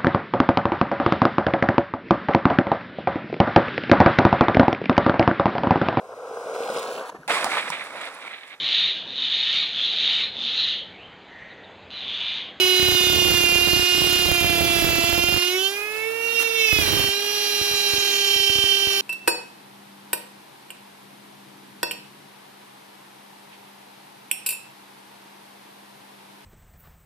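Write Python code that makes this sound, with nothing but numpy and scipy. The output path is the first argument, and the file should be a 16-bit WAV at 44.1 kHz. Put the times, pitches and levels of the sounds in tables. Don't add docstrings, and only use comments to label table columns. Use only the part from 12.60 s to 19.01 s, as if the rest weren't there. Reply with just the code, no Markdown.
import sys
import numpy as np
from scipy import signal
from scipy.fft import rfft, irfft, next_fast_len
from scipy.io import wavfile
from scipy.ndimage import uniform_filter1d, map_coordinates

SR = 44100
rng = np.random.default_rng(int(sys.argv[2]) if len(sys.argv) > 2 else 0)


def to_wav(sig):
    pcm = np.clip(np.atleast_2d(sig), -1, 1) * 32767
    pcm = np.round(pcm).astype(np.int16)
    wavfile.write(sys.argv[1], SR, pcm.T)


def natural_amplitude(level_db):
    exponent = np.asarray(level_db, float) / 20
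    return 10 ** exponent


N = 282663
STEP = 64
SLOW = np.arange(0, N + STEP, STEP) / SR


def unit(x):
    return x / np.sqrt(np.mean(x ** 2) + 1e-20)


def curves(rows):
    s, *cols = np.transpose(rows)
    return [np.interp(SLOW, s, c) for c in cols]


def fine(control):
    return np.interp(np.arange(N) / SR, SLOW, control)


def wobble(rate):
    knots = rng.standard_normal(int(SLOW[-1] * 200) + 4)
    return map_coordinates(knots, [SLOW * rate])


def turns(hz):
    return 2 * np.pi * np.cumsum(fine(hz)) / SR


def coloured(points, source):
    m = next_fast_len(N + 8192)
    f, db = np.transpose(points)
    log_hz = np.log(np.fft.rfftfreq(m, 1 / SR) + 1)
    gain = natural_amplitude(np.interp(log_hz, np.log(f), db, left=-60))
    return unit(irfft(rfft(source, m) * gain, m)[:N])


# frequency [Hz], lag [half turns].
LATE = [(400, .08), (700, .7), (1600, .4), (2500, .55), (3100, .35), (4000, .55), (5500, .45), (11000, .7)]


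def line(phase, hz, left_db, right_db, slow_db, fast_db):
    start = rng.uniform(0, 2 * np.pi)
    lag = np.pi * np.interp(hz, *np.transpose(LATE)) + rng.normal(0, .3) + .3 * wobble(1.5)
    sides = []
    for db, late in ((left_db, fine(lag)), (right_db, 0)):
        gain = natural_amplitude(db + slow_db * wobble(2.94) + fast_db * wobble(40))
        gain = gain * (1 + 0.084 * wobble(170))
        sides.append(np.sqrt(2) * fine(gain) * np.sin(phase + start - late))
    return np.array(sides)


# frequency [Hz], level [dB per Hz].
EXTRACTOR = [(200, -13), (600, -1.5), (1400, -8.5), (3000, -33)]


def hum():
    t = np.arange(N) / SR
    rush = np.array([coloured(EXTRACTOR, noise) for noise in rng.standard_normal((2, N))])
    return line(2 * np.pi * 100 * t, 100, -77, -61, 4.0, 1.7) + natural_amplitude(-46) * rush


# time [s], strength [0-1].
JUDDER = [
    (0, 0),
    (2.3, 0.1),
    (2.5, 0.8),
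    (2.8, 0.9),
    (2.9, 0.1),
]


def judder():
    return curves(JUDDER)[0] * np.cos(2 * np.pi * 20.6 * (SLOW - 2.685))


def pop(times, dbs, swing, spike_s):
    peak_s = 0.0006
    t = np.arange(SR // 20) / SR
    spike = -np.exp(-.5 * ((t - peak_s) / spike_s) ** 2)
    onset = 1 - np.exp(-(t / 0.0017) ** 2)
    back = swing * natural_amplitude(-60 * t / 0.041) * np.sin(2 * np.pi * 75 * t) * onset
    housing = 0.16 * natural_amplitude(-60 * t / 0.064) * np.sin(2 * np.pi * 310 * (t - .001))
    kicks = np.bincount(np.round((times - peak_s) * SR).astype(int), natural_amplitude(dbs), N)[:N]
    return signal.fftconvolve(kicks, spike + back + housing)[:N]


# time [s], level over its limit [dB].
OVERLOAD = [(0, -4), (.17, -9.5), (.22, -0.5), (.8, 4.5), (1.2, 1.9), (1.3, -9.5), (1.37, 1.5), (2.0, 6.5),
            (2.8, -1.5), (2.92, -31), (4.06, -15), (4.14, -2), (4.4, 5), (4.5, -1), (4.55, -21),
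            (5.4, -8.5), (5.9, -27), (6.41, -12)]
# time [s], peak [dB].
POPS = [(0.198, -8.5), (0.228, -10), (.322, -6), (.701, -11), (.958, -4), (1.086, -7), (1.195, -12),
        (1.371, -17), (1.659, -7), (1.716, -0.5), (1.846, -3), (2.244, -1.5), (2.29, -4), (2.764, -6.5),
        (4.129, -3.5), (4.188, -1.5), (4.243, -20), (4.397, -5), (4.477, -14), (5.014, -10.5), (5.137, -16),
        (5.336, -9), (5.382, -14), (5.761, -16), (5.8, -17), (5.898, -9), (5.957, -12), (5.987, -9),
        (6.04, -10), (6.272, -11)]
# time [s], peak [dB].
BUMPS = [
    (1.7, -29),
    (4.3, -32),
]


def overload(shaft, slip):
    at, beats = (np.flatnonzero(np.diff(np.floor(phase / (2 * np.pi))) > 0)[1:] for phase in (shaft, slip))
    drive_db = fine(curves(OVERLOAD)[0] + 1.05 * wobble(20) + 7 * judder())
    chance = rng.standard_normal((len(at), 3))
    luck = rng.standard_normal((len(beats), 3))

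    margin_db = drive_db[at] - 5.0 + 4 * np.cos(slip[at]) + 5 * chance[:, 0]
    size_db = 0.24 * drive_db[at] - 17.5 + 3 * chance[:, 1] - 60 / (1 + np.exp(margin_db))
    small = pop(np.abs(at / SR + 0.00065 * chance[:, 2]), size_db, 1.0, 0.00025)

    margin_db = drive_db[beats] + 4 + 3 * luck[:, 0]
    beat_db = -13.5 + 4 * luck[:, 1] - 60 / (1 + np.exp(margin_db))
    beat_s = beats / SR + 0.00305 * luck[:, 2]
    clear_s, clear_db = np.transpose(POPS)
    sharp = pop(np.append(clear_s, beat_s), np.append(clear_db - 1, beat_db), 0.54, 0.000071)
    return np.array([pop(*np.transpose(BUMPS), .9, .0004), small + sharp])


# frequency [Hz], level [dB per Hz].
RASP = [(3000, -18), (7000, -11), (9000, -27), (12500, 0), (14000, -8), (16000, -8.5)]


def rasp(strain, shaft):
    return natural_amplitude(-13.0) * strain * (1.94 + np.cos(shaft)) * coloured(RASP, rng.standard_normal(N))


def turning_noise(angle, memory):
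    spots = 128
    fresh = rng.standard_normal((2800, spots))
    kept = signal.lfilter([1], [1, -memory], fresh, axis=0).ravel()
    return np.interp(angle / (2 * np.pi) * spots, np.arange(kept.size), kept)


# frequency [Hz], level [dB per Hz].
AIR_LEFT = [(30, -46), (150, -43), (300, -25), (550, -14), (1000, -12.5), (1500, -3.5), (3000, 4.5),
            (4800, -5), (7500, -6.5), (9000, -25), (11300, 0.5), (13000, -13), (15500, -9.5)]
# frequency [Hz], level [dB per Hz].
AIR_RIGHT = [(30, -38), (150, -8), (300, 3.5), (550, -5.5), (1000, -1), (1500, 0.5), (3000, -0.5),
             (5500, -5), (7500, -9.5), (9000, -7), (11300, -2), (13000, -6.5), (15500, -10.5)]
# start [s], length [s], added air [dB].
TOUCHES = [
    (3.79, .045, 6),
    (4.2, .1, 3),
]


def air(shaft, slip, chatter_db):
    air_db = 2 + 0.24 * curves(OVERLOAD)[0]
    for start_s, hold_s, db in TOUCHES:
        air_db += db * (SLOW > start_s) * (SLOW < start_s + hold_s)
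    puff = 1 + 0.55 * np.cos(shaft) + 0.069 * np.cos(slip) * fine(natural_amplitude(chatter_db + 10))
    swell = fine(natural_amplitude(air_db + 0.057 * chatter_db + 0.95 * wobble(11) + 3.26 * judder()))
    flute = shaft - slip / 8
    left = natural_amplitude(-35.5) * coloured(AIR_LEFT, turning_noise(flute, 0.76))
    right = natural_amplitude(-28.5) * coloured(AIR_RIGHT, turning_noise(flute, 0.44))
    return np.array([left, right]) * puff * swell


# centre [Hz], half width [Hz], left lift [dB], right lift [dB].
BODY = [(371.4, 8.9, 12.5, 7), (449, 12.95, -15, 11), (687.6, 16, 3.5, 12.5), (3185, 21.6, 3, -8),
        (2218, 19, 8, 12.5), (2421, 32, 0, 5), (2805, 48, -1.5, 5), (3103, 57, -1, 8.5),
        (3387, 36, -9, 6.5), (3583, 45, -2.5, 7), (3993, 57, 5, 15.5), (4250, 39, 3.5, 12.5),
        (719, 4.1, -3, -9), (5734, 170, -10, 10.5)]


def body_db(hz):
    centre, width, *dbs = np.transpose(BODY)
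    closeness = 1 / (1 + ((hz - centre[:, None]) / width[:, None]) ** 2)
    return np.array(dbs) @ closeness - 3.5


# time [s], stage [0 first cut, 1 running free, 2 second cut].
STAGES = [
    (0, 0),
    (3.06, 0.12),
    (3.2, 1),
    (4.16, 1),
    (4.27, 2),
    (6.41, 4),
]


def staged(table, shaft_hz, shaft, slip_hz, slip, level_db):
    stage = curves(STAGES)[0]
    out = np.zeros((2, N))
    for order, *dbs in table:
        order = round(order)
        left, right = (np.interp(stage, np.arange(3), dbs[side::2]) + level_db for side in range(2))
        lift = body_db(order * shaft_hz - slip_hz)
        phase = order * shaft - slip
        slow_db, fast_db = .5 + order / 20, .6 + order / 12
        out += line(phase, order * shaft_hz, left + lift[0], right + lift[1], slow_db, fast_db)
    return out


# slips under the order [count], centre [Hz], spread [Hz],
# left level [dB], right level [dB].
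OVERTONES = [(2, 5600, 1570, -50.5, -44), (2, 11300, 1200, -55, -57.5), (3, 5500, 1800, -59.5, -55),
             (3, 11200, 800, -78, -50), (4, 12200, 1830, -71, -48)]


def overtones(shaft_hz, shaft, slip, chatter_db):
    out = np.zeros((2, N))
    for slips, centre_hz, spread_hz, left_db, right_db in OVERTONES:
        near = round(centre_hz / 380)
        reach = int(np.ceil(spread_hz / 200))
        for order in range(max(near - reach, 1), near + reach + 1):
            hz = order * shaft_hz
            hump_db = 0.9 * chatter_db - 3.74 * ((hz - centre_hz) / spread_hz) ** 2
            phase = order * shaft - round(slips) * slip
            out += line(phase, hz, left_db + hump_db, right_db + hump_db, 3.3, 2.8)
    return out


# order [turns], then left and right level [dB]
CHATTER = [(5, -60, -42.5, -38, -34, -43, -50), (6, -39.5, -37.5, -30, -16.5, -37.5, -34.5),
           (7, -34.4, -29, -52, -30.5, -49, -30.5), (8, -32.5, -23.5, -48, -29.5, -35, -26),
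           (9, -34.5, -35, -33, -43, -35, -50), (10, -35, -33.5, -48, -47, -35.5, -37),
           (11, -39, -39, -43, -39, -32.5, -37), (12, -37.5, -47.4, -32, -36, -51, -43),
           (13, -36.5, -47, -52, -36.5, -56, -35), (14, -33.5, -39, -85, -42, -30, -38.3),
           (15, -39, -50, -75.0, -56, -40, -40), (16, -55, -48, -75.0, -62, -75.0, -45)]


def chatter_lines(shaft_hz, shaft, slip_hz, slip, chatter_db, cage, depth):
    lines = staged(CHATTER, shaft_hz, shaft, slip_hz, slip, chatter_db)
    return lines * (1 + depth * np.cos(cage)) * fine(natural_amplitude(1.94 * judder()))


# order [turns], then left and right level [dB]
SHAFT = [(1.0005, -37, -31, -37, -37, -33.5, -35), (2.001, -38, -38, -49, -46.5, -67, -39),
         (2.998, -77, -42, -44.5, -46.5, -85, -46), (4, -43, -35, -39, -43.5, -37.5, -45),
         (4.995, -49, -47.5, -44.5, -39, -50, -51), (6, -46, -46, -49, -31, -41, -38.1),
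         (6.99, -47.1, -43, -63.7, -54, -45, -35), (8.005, -51, -40, -75.0, -54, -39, -57),
         (9.01, -45, -41, -59, -83, -60, -67), (12, -62, -70, -63, -48, -69.9, -44),
         (24, -75.0, -75.0, -75.0, -54, -61, -75.0), (25, -73, -73, -75.0, -48, -55, -59)]


def shaft_whine(shaft_hz, shaft):
    return staged(SHAFT, shaft_hz, shaft, 0, 0, 3.5)


# time [s], shaft speed [Hz].
SPEED = [(0, 370), (.55, 360.4), (.9, 351.9), (1.3, 359.2), (1.58, 358.8), (1.85, 347.3), (2.38, 338.4),
         (2.55, 346.2), (2.9, 361), (3.27, 424.8), (3.55, 455.5), (3.75, 461.2), (4.02, 449), (4.27, 412.5),
         (4.48, 397.1), (4.72, 414.3), (5.6, 401), (6.41, 395.2)]
# time [s], chatter slip under an order [Hz], bite [dB].
CUT = [(0, 33, 6), (1.7, 33, 5), (2.85, 38, 3), (2.94, 3, 0), (3.08, 5, 0), (3.22, 0.1, -19),
       (3.5, -3, -48), (3.64, 1.3, -10), (3.8, 12, 0.5), (3.92, 22, -6), (4.0, 24, 0.1), (4.2, 33, 5),
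       (4.25, 155, 3), (4.48, 75, 2), (4.6, 32, -3), (4.75, 99, 1.3), (5.84, 67, 4), (6.41, 62, 1.5)]
# time [s], rate [Hz], depth [0-1].
CAGE = [
    (0, 33, 0.01),
    (4.6, 33.1, 0.09),
    (6.0, 33.05, 0.29),
    (6.41, 33, 0.06),
]


def router():
    shaft_hz = uniform_filter1d(curves(SPEED)[0], 60)
    slip_hz, chatter_db = curves(CUT)
    shaft = turns(shaft_hz + 0.412 * wobble(30))
    cage_hz, depth = curves(CAGE)
    cage, depth = turns(cage_hz + 3 * wobble(12)), fine(depth)
    slip = turns(slip_hz + 3 * wobble(45)) + 2.0 * depth * np.sin(cage)
    tool = shaft_whine(shaft_hz, shaft)
    tool += chatter_lines(shaft_hz, shaft, slip_hz, slip, chatter_db, cage, depth)
    tool += overtones(shaft_hz, shaft, slip, chatter_db)
    tool += air(shaft, slip, chatter_db)
    return tool, shaft, slip


def scene():
    tool, shaft, slip = router()
    pops = overload(shaft, slip)
    strain = np.abs(uniform_filter1d(np.abs(pops), 150, axis=1))
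    return tool / (1 + 3 * strain) + pops + rasp(strain, shaft) + hum()


def low_pass(x):
    return signal.sosfilt(signal.butter(12, 16780, fs=SR, output="sos"), x)


def record(dry):
    soft = dry / (1 + np.abs(dry / .6) ** 4) ** (1 / 4)
    hz = np.fft.rfftfreq(N, 1 / SR)
    low_cut = hz ** 2 / (hz ** 2 + 38 ** 2)
    band = (hz < np.array([[15300], [15830]])) * low_cut
    return low_pass(irfft(rfft(soft) * band, N))


dry = scene()
out = record(dry)
to_wav(out)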